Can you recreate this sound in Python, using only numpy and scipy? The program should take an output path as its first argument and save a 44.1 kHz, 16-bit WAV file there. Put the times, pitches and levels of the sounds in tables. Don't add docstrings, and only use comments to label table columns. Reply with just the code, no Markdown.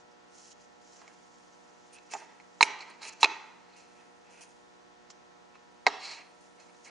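import sys
import numpy as np
from scipy import signal
from scipy.fft import rfft, irfft
from scipy.io import wavfile

SR = 44100
rng = np.random.default_rng(int(sys.argv[2]) if len(sys.argv) > 2 else 0)


def inscribe(sig):
    pcm = np.round(np.clip(np.atleast_2d(sig).T, -1, 1) * 32767)
    wavfile.write(sys.argv[1], SR, pcm.astype(np.int16))


N = 304290

# f/Hz, t60/s (undamped), level/dB within the family
WOOD_FAMILIES = [
    [(322, 0.024, -4), (447.6, 0.044, -0.5)],
    [(705, .025, 0), (1630, .016, 1), (1880, .018, -1)],
    [(800, .025, -14), (920, .028, 0)],
    [(1090, .022, -3), (1230, .022, 0), (1380, .018, -5), (1560, .014, -6), (1780, .02, -4)],
    [(2000, .018, -10), (2190, .026, 0), (2310, .02, -3)],
    [(2490, .02, -3), (2610, .028, 0), (2770, .018, -8), (3040, .014, -16), (3400, .016, -10)],
    [(3885, .024, -1), (4030, .022, 0)],
    [(4190, .03, -1), (4470, .016, 1), (4810, .016, -5)],
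    [(5237, 0.015, 0.5), (5860, 0.016, -2.5), (6700, 0.024, -4.5), (6850, 0.02, -9.5), (7380, 0.02, -9.5),
     (8220, 0.0063, -7.5)],
]
# cross-shaped piece level/dB, round piece level/dB
BROAD_LEVELS = (-17.5, -4.5)
# f/Hz, density level/dB per Hz
CRACK_TONE = [(250, -20.5), (500, -7), (1400, 2.5), (2600, 0.5), (3300, -2), (4800, -2.5), (7000, -12),
              (10500, -31.5)]
# thud level/dB (below 500 Hz),
# waist level/dB (near 1.3 kHz), arms level/dB (near 2.4 kHz), peg level/dB (near 4.2 kHz),
# tick level/dB (above 5.2 kHz), crack level/dB; lean to the lower arm modes/dB, lean to the upper peg modes/dB,
# finger damping/x (faster decay), pitch of the modes below 1 kHz/x
KNOCKS = [(1.017, -49, -16, 7, -20, -17, -13, -13, -5, 0, 1.5, 1.3),
          (1.078, -59.5, -4, -8, 1.5, -21, 6, 6, 11, 0, 0.7, 0.67),
          (1.985, -62.5, -10, -6, 8.5, 2, 8, 0.5, -5, -2, 1.4, 0.61),
          (2.117, -51, -13, -6.5, 2, -9.5, 9, -6, 3, 0, 1.6, .91),
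          (2.1365, -28.5, -19, -11.5, -15, -32.5, -5.5, -9, -2, 1, 0.55, 0.96),
          (2.15, -31.5, -21, -13.5, -24.5, -31, -23, -24, 5, 0, 0.41, 0.89),
          (2.163, -40, -15.5, -18, -18, -28.5, -12, -23, 0.5, 0, 0.97, 1),
          (2.400, -57, -12.5, -7.5, 3.5, -10.5, -11.5, -6.5, 4.5, 2, 0.57, .93),
          (2.6084, -7, -21.5, -8.5, -13, -13.5, -27, -15.5, 3.5, 4, 1.1, 1.035),
          (2.6273, -15, -8.5, -12, 6.5, -2.5, 4.5, -4.5, -1, -3.5, 1.29, 0.98),
          (2.634, -28.5, -8.5, -8, 7.5, -2, -3, -4.5, 1, 0.5, 2.2, 0.94),
          (2.806, -45.5, -14, -8, -3, 1, -6, -10, 0.5, 1, 0.74, 1.04),
          (3.018, -47, -14, -8, -9.5, 1.5, -7, -12, 3, 0.5, 0.45, 1.06),
          (3.03, -43, -12, -5.5, -4, 0.5, -2, -13.5, 0, 1.5, 0.79, 0.92),
          (3.23, -12.5, -20.5, -4, -5.5, -7, -8, -12, -6, -4.5, 0.8, .99),
          (3.2434, -13.5, -13, -4.5, -3, 1, -3.5, -6.5, -3.5, -1.5, 2.7, .98),
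          (3.2462, -20.5, -8.5, -8, 2.5, -7.5, -7.5, -8, -7, -2, 1.1, .98),
          (3.257, -29, -3, -8, -1, -3, -15, -10, -3, 0, 1.4, 1.5),
          (5.1025, -51, -12, -2, -3, 0, 7, 1, 2, 0, 3, 1.1),
          (5.555, -55.5, -14.5, 3, -8, -11.5, -11, -9.5, 1.5, 0, 0.68, 1.05),
          (5.8603, -40, -8, -3, -10, -18, -22, -14, 4, 0, 1, .95),
          (5.866, -10, -13, -6, -7, -12.5, -14, -10, 6.5, 1, 1.3, 0.99),
          (5.8712, -14, -11, -8, -18.5, -13.5, -22, -12, 5, 4, 0.94, 0.979),
          (5.8807, -30.5, -4.5, -5, -22, -8.5, -10, -22, 2, -2.5, 0.64, 0.94),
          (6.746, -64.5, -14.5, -7, -6, 1, 3, -13, -4.5, -5, 1.05, 0.82)]
ROUND_PIECE_FROM_S = 5.7


def blows(scatter_db=1.0, detune=.007, width=.28, crack_s=.003, chatter_s=.003, attack_s=.0006, pan_db=-3.5):
    out = np.zeros((2, 2, N + SR))
    t = np.arange(SR // 10) / SR
    hz, t60, mode_db = np.concatenate(WOOD_FAMILIES).T
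    family_sizes = [len(family) for family in WOOD_FAMILIES]
    sign = np.repeat((-1) ** np.arange(len(WOOD_FAMILIES)), family_sizes)
    opposite = np.array([[1], [-1]])
    chances = rng.standard_normal((len(KNOCKS), 3, len(hz)))
    noises = rng.standard_normal((len(KNOCKS), 3, len(t)))
    for knock, (size, tune, turn), noise in zip(KNOCKS, chances, noises):
        s, body, thud, waist, arms, peg, tick, crack_db, lean, peg_lean, damp, low_pitch = knock
        broad = BROAD_LEVELS[int(s > ROUND_PIECE_FROM_S)]
        family_db = body + np.array([thud, broad, 0, waist, arms + lean, arms - lean,
                                     peg - peg_lean, peg + peg_lean, tick])
        gain = sign * undb(mode_db + np.repeat(family_db, family_sizes) + scatter_db * size)
        tuned = np.where(hz < 1000, low_pitch, 1) * hz * (1 + detune * tune)
        decay = np.exp(-np.log(1000) * np.clip(damp, .3, 4) * t / t60[:, None])
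        envelope = decay * (1 - np.exp(-t / attack_s))
        lead = width * turn[:, None] * opposite[:, :, None] / 2
        ring = (gain[:, None] * envelope * np.sin(2 * np.pi * tuned[:, None] * t + lead)).sum(axis=1)
        push = undb(-24) * noise[0] * np.exp(-t / chatter_s)
        push[0] = 1
        ring = signal.fftconvolve(ring, push[None], axes=1)[:, :len(t)]
        crack = colour(noise[1], CRACK_TONE) + width * colour(noise[2], CRACK_TONE) * opposite
        crack = undb(body + crack_db) * crack * np.exp(-t / crack_s)
        start = int(s * SR)
        out[..., start:start + len(t)] += pan(pan_db) * np.array([ring, crack])
    return out[..., :N]


# t/s, rise/s (through 20 dB, at least 6 ms), hold/s,
# fall/s (through 20 dB, at least 6 ms), body level/dB, arms level/dB and peg level/dB against the body,
# lean to the lower arm modes/dB
WOOD_SLIDES = [(1.01, 0.064, 0.066, 0.13, -61.5, -22, -20, 2), (1.954, 0.046, .02, 0.034, -70, 2, 1.5, -9),
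               (2.13, 0.034, 0.004, 0.022, -52.5, 1, -15, -3.5),
               (2.17, 0.0079, 0.051, 0.06, -54, -14.5, -34, -4.5),
               (2.28, 0.032, 0.043, 0.18, -63, -22, -28, -4), (2.79, 0.0083, .002, 0.056, -56, -3, 0, -7),
               (2.815, .015, 0.014, 0.027, -58.5, 3.5, 7.5, 6),
               (2.904, 0.099, 0.0011, 0.071, -56.5, -7, -1, 2),
               (3.018, 0.011, 0.025, 0.037, -52.5, -14, 2, -2),
               (3.05, 0.055, 0.043, 0.043, -54, -0.5, 4, -4),
               (3.13, 0.038, 0.003, 0.024, -58, -10, -12.5, -6),
               (3.206, 0.016, 0.011, 0.0068, -56, -11, 6, -2),
               (3.222, 0.0059, 0.0052, 0.005, -48, 0.5, 6.5, -1),
               (3.748, 0.14, 0.0019, 0.26, -65.5, -3, 0, -2.5),
               (4.0, 0.18, 0.0021, 0.2, -65.5, -6, -24, -4), (4.29, 0.096, 0.087, 0.057, -67, -4, -11, -3),
               (4.42, 0.17, 0.0021, 0.057, -61, -2.5, -18.5, -3.5),
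               (5.554, 0.03, 0.0022, 0.028, -66, -1.5, -5.5, -2),
               (5.9, 0.0081, 0.0017, 0.0098, -49.5, -13.5, 0, 4.5),
               (5.922, 0.013, 0.028, 0.022, -49.5, -26, -11, 8.5),
               (6.035, 0.055, 0.084, 0.058, -53, 0, 11, 0.5), (6.085, .03, 0.055, 0.045, -58, 6.5, 13, 1),
               (6.17, 0.045, 0.038, 0.035, -56, 0.5, 0.5, 0),
               (6.602, 0.028, .002, 0.089, -61, -5.5, -3.5, 0.5),
               (6.698, .02, 0.0019, 0.019, -65, -4, -2, 2), (6.855, 0.012, .05, .02, -60.5, -1, -1, 4)]


def slides(pan_db=-2.0, apart=0.17, outer_db=-12, waist_db=-8, dead_hz=3650, dead_width_hz=700):
    def less(family, by_db):
        return [(hz, t60, db + by_db) for hz, t60, db in family]

    thud, broad, body, waist, low_arms, high_arms, low_peg, high_peg, tick = WOOD_FAMILIES
    body_group = less(thud, outer_db) + body + less(broad + waist, waist_db)
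    peg_group = less(low_peg, -7.0) + high_peg[:1] + less(high_peg[1:], -6.5) + less(tick, outer_db)
    groups = [([1, 0, 0, 0], body_group), ([1, 1, 0, 1], low_arms),
              ([1, 1, 0, -1], high_arms), ([1, 0, 1, 0], peg_group)]
    out, held = 0, 1.1
    for weights, modes in groups:
        mid = resonate(grain(2.3) * undb(2.5 * walk(90)), modes, held)
        side = resonate(grain(2.5), modes, held)
        out = out + strokes(WOOD_SLIDES, weights) * mid_side(mid, apart * side)
    out = signal.lfilter(*signal.iirnotch(dead_hz, dead_hz / dead_width_hz, fs=SR), out)
    return pan(pan_db) * signal.sosfilt(signal.butter(4, 7500, fs=SR, output="sos"), out)


# t/s, rise/s (through 20 dB, at least 6 ms), hold/s,
# fall/s (through 20 dB, at least 6 ms), level/dB, top end against it level/dB
HISS_STROKES = [(.01, 3, .01, -0.44, -68, -25), (.114, 0, .005, .02, -70.5, -17),
                (.36, 0.08, 0.16, -0.28, -59.5, -13), (.51, 0.09, 0.019, -0.48, -56.5, -16),
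                (.618, 0.07, 0.03, .03, -65.5, -18), (.814, 0, 0.0061, 6, -68.5, -14),
                (.92, 0.13, 0.07, 0.1, -60.5, -18.5), (1.086, 1.1, .002, 4, -71.5, -18),
                (1.93, -0.26, 0.029, 0.02, -59, -4.5), (2.116, .014, .026, .012, -49, -12),
                (2.15, .02, .03, .12, -58, -12), (2.616, -0.02, 0.014, 0.0452, -38.5, -9),
                (2.64, 0, 0.0049, -0.075, -43, -7), (2.81, -0.6, 0.012, 0, -56.5, -38),
                (2.9, 0, 0.0082, 0, -62, -7), (3.024, -0.27, 0.063, -0.57, -52.5, -6.5),
                (3.075, 0, 0.02, -0.1051, -44.5, -13), (3.125, -0.1, 0.011, -0.85, -55.5, -16),
                (3.208, -0.25, 0.019, -0.12, -48.5, -6), (3.235, -0.0668, 0.0025, -0.004, -35.5, -7.5),
                (3.27, 0.5, 0.0055, 0.45, -69, -24), (3.766, -0.02, 0.0017, 0.2, -63.5, -12.5),
                (3.886, -3.3, 0.12, 0.5, -74, -7), (4.3, -0.8, 0.046, 0.5, -66.5, -7),
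                (4.41, -0.02, 0.01, 0.05, -53.5, -6), (5.103, .006, 0.0029, 0.02, -51.5, -29),
                (6.01, -0.3, 0.046, -0.52, -63, -32), (6.08, -0.24, 0.11, 0, -59.5, -19),
                (6.3, 1.2, 0.0019, 2.3, -73.5, -7.5), (6.408, -0.05, 0.0044, 0.2, -65, -9),
                (6.6, -0.07, 0.0037, 0.13, -61.5, -13), (6.7, -2, .19, 12, -70.5, -10),
                (6.86, 0.03, 0.022, .015, -55, -13)]
# f/Hz, density level/dB per Hz
HISS_TONE = [(2400, -16), (3000, -7.5), (3400, -8.5), (3650, -22), (3900, -8), (4600, -5), (6000, 0.5),
             (7300, -2), (8300, -17.5), (9000, -55)]
# f/Hz, density level/dB per Hz
HISS_TOP_TONE = [(7800, -9.5), (8600, 9), (10300, -2.5), (11000, -6.5)]


def hisses(pan_db=-1.5, apart=0.37):
    out = 0
    for tone, weights in ((HISS_TONE, [1, 0]), (HISS_TOP_TONE, [1, 1])):
        mid = colour(grain(4.0) * undb(3.2 * walk(60)), tone)
        side = colour(grain(2.97), tone)
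        out = out + strokes(HISS_STROKES, weights) * mid_side(mid, apart * side)
    return pan(pan_db) * out


# f/Hz, t60/s, level/dB
ROOM_BANDS = [(201.9, 0.33, 12), (393, 0.72, 15), (885, 0.85, 9.5), (1320, 0.98, 6), (2110, 0.83, 3),
              (2500, 0.78, 1.5), (3300, .75, 2.5), (4120, 0.74, 1.5), (5930, 0.57, 4.5),
              (9000, 0.18, -17.5)]
# f/Hz, t60/s, level/dB
BOARD_HOLLOW = (790, 0.5, 25)


def room(x, gap_s=0.0097, build_s=0.061, side_db=-9, wet_db=-17, near_db=-3, near_t60=0.52):
    t = np.arange(SR) / SR
    walls = np.clip((t - gap_s) / build_s, 0, 1)
    near = undb(near_db) * fade(t, near_t60)
    tails = []
    for _ in range(2):
        tail = 0
        for hz, t60, db in ROOM_BANDS:
            band = colour(rng.standard_normal(SR), [(hz / 1.9, -12), (hz, 0), (hz * 1.6, -12)])
            tail = tail + undb(db) * band * np.sqrt(hz) * fade(t, t60)
        tails.append(tail)
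    hollow_hz, hollow_t60, hollow_db = BOARD_HOLLOW
    tails[0] = tails[0] + undb(hollow_db) * np.sin(2 * np.pi * hollow_hz * t) * fade(t, hollow_t60)
    mid, side = np.array(tails) * (walls + near)
    pair = mid_side(mid, undb(side_db) * side) / np.sqrt(np.sum(mid ** 2))
    return undb(wet_db) * pan(-2.0) * signal.fftconvolve(x.mean(axis=0)[None], pair, axes=1)[:, :N]


BUZZ_MULTIPLES = [1, 13, 3, 4, 5, 6, 8, 10, 12, 14, 26, 16, 18, 22, 24, 28, 30, 32, 36, 38, 42]
# left level/dB rms, right level/dB rms
BUZZ_LEVELS = [(-107, -80.5), (-89, -88), (-85.5, -70), (-79, -72), (-74.5, -75.5), (-76, -70), (-70, -70),
               (-77.5, -73.5), (-71.5, -68.5), (-75.5, -68.5), (-90, -79.5), (-72, -73), (-82, -73.5),
               (-76.5, -71), (-74.5, -87.5), (-92, -85.5), (-77.5, -77), (-80, -78), (-83, -88.5),
               (-91, -88.5), (-88.5, -88.5)]


def hum(mains_hz=60.02, lead_rad=0.96, lead_fall=14.0, waver_db=2.0):
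    out, t = 0, np.arange(N) / SR
    starts = rng.uniform(0, 2 * np.pi, len(BUZZ_LEVELS))
    for k, (left_db, right_db), start in zip(BUZZ_MULTIPLES, BUZZ_LEVELS, starts):
        lead = np.array([[lead_rad * np.exp(-k / lead_fall)], [0]])
        level_db = np.array([[left_db], [right_db]]) + waver_db * walk(3)
        out = out + np.sqrt(2) * undb(level_db) * np.sin(2 * np.pi * k * mains_hz * t + start + lead)
    return out


# f/Hz, density level/dB per Hz
AIR_MID_TONE = [(30, -22.5), (100, -10.5), (200, -3), (400, -2), (1000, -2), (1500, -6.5), (2500, -10.5),
                (4000, -12), (6500, -13), (7600, -19.5), (8600, -26.5), (9500, -60)]
# f/Hz, density level/dB per Hz
AIR_SIDE_TONE = [(18, -53.5), (30, -35.5), (48, -16.5), (149, -7.5), (178, -2), (206, -3), (355, -1),
                 (675, -1.5), (864, -4), (953, -3.5), (6710, -26), (8380, -20.5), (11000, -54.5),
                 (14300, -63), (22000, -120)]


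def air(mid_db=-64.5, side_db=-60):
    mid, side = (undb(db + 0.3 * walk(5.0)) * colour(rng.standard_normal(N), tone)
                 for tone, db in ((AIR_MID_TONE, mid_db), (AIR_SIDE_TONE, side_db)))
    return pan(-0.59) * mid_side(mid, side)


def resonate(x, modes, held):
    delay = np.exp(-2j * np.pi * np.arange(len(x) // 2 + 1) / len(x))
    response = 0
    for hz, t60, db in modes:
        r = np.exp(-np.log(1000) / (held * t60 * SR))
        w = 2 * np.pi * hz / SR
        poles = 1 - 2 * r * np.cos(w) * delay + (r * delay) ** 2
        response = response + undb(db) * np.sqrt(1 - r) * (1 - delay ** 2) / poles
    return unit(irfft(rfft(x) * response, len(x)))


def grain(rough_db):
    return rng.standard_normal(N) * undb(rough_db * np.minimum(rng.exponential(size=N), 5))


def strokes(table, weights, curve=1.18):
    t = np.arange(0, N + 64, 64) / SR
    s, rise, hold, fall, *levels = np.transpose(table)[..., None]
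    before = (s - t) / np.maximum(rise, .006)
    after = (t - s - np.maximum(hold, 0)) / np.maximum(fall, .006)
    away = np.maximum(np.maximum(before, after), 0)
    loudest = (np.tensordot(weights, levels, axes=1) - 20 * away ** curve).max(axis=0)
    return np.interp(np.arange(N) / SR, t, undb(loudest))


def walk(rate):
    knots = rng.standard_normal(int(N / SR * round(rate)) + 2)
    return 0.74 * np.interp(np.arange(N) * rate / SR, np.arange(len(knots)), knots)


def colour(x, tone):
    hz, db = np.transpose(tone)
    bins = np.maximum(np.arange(len(x) // 2 + 1) * SR / len(x), 1)
    curve_db = np.interp(np.log(bins), np.log(hz), db, left=-80, right=-80)
    return unit(irfft(rfft(x) * undb(curve_db), len(x)))


def fade(t, t60):
    return np.exp(-np.log(1000) * t / t60)


def mid_side(mid, side):
    return np.array([mid + side, mid - side])


def pan(db):
    return undb(np.array([[db], [-db]]) / 2)


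def unit(x):
    return x / np.sqrt(np.mean(x ** 2))


def undb(db):
    return 10 ** (np.asarray(db, float) / 20)


def scene(ring_to_walls_db=-9.5, crack_to_walls_db=7):
    knocks, cracks = blows()
    rubs = slides() + hisses()
    close = knocks + cracks + rubs
    to_walls = undb(ring_to_walls_db) * knocks + undb(crack_to_walls_db) * cracks + rubs
    bass_cut = signal.butter(4, 260, "high", fs=SR, output="sos")
    close, to_walls = signal.sosfilt(bass_cut, [close, to_walls])
    return close + room(to_walls) + hum() + air()


def record(dry):
    soft = np.tanh(1.12 * dry) / 1.12
    return signal.sosfilt(signal.ellip(10, .2, 90, 11000, fs=SR, output="sos"), soft)


dry = scene()
out = record(dry)
inscribe(out)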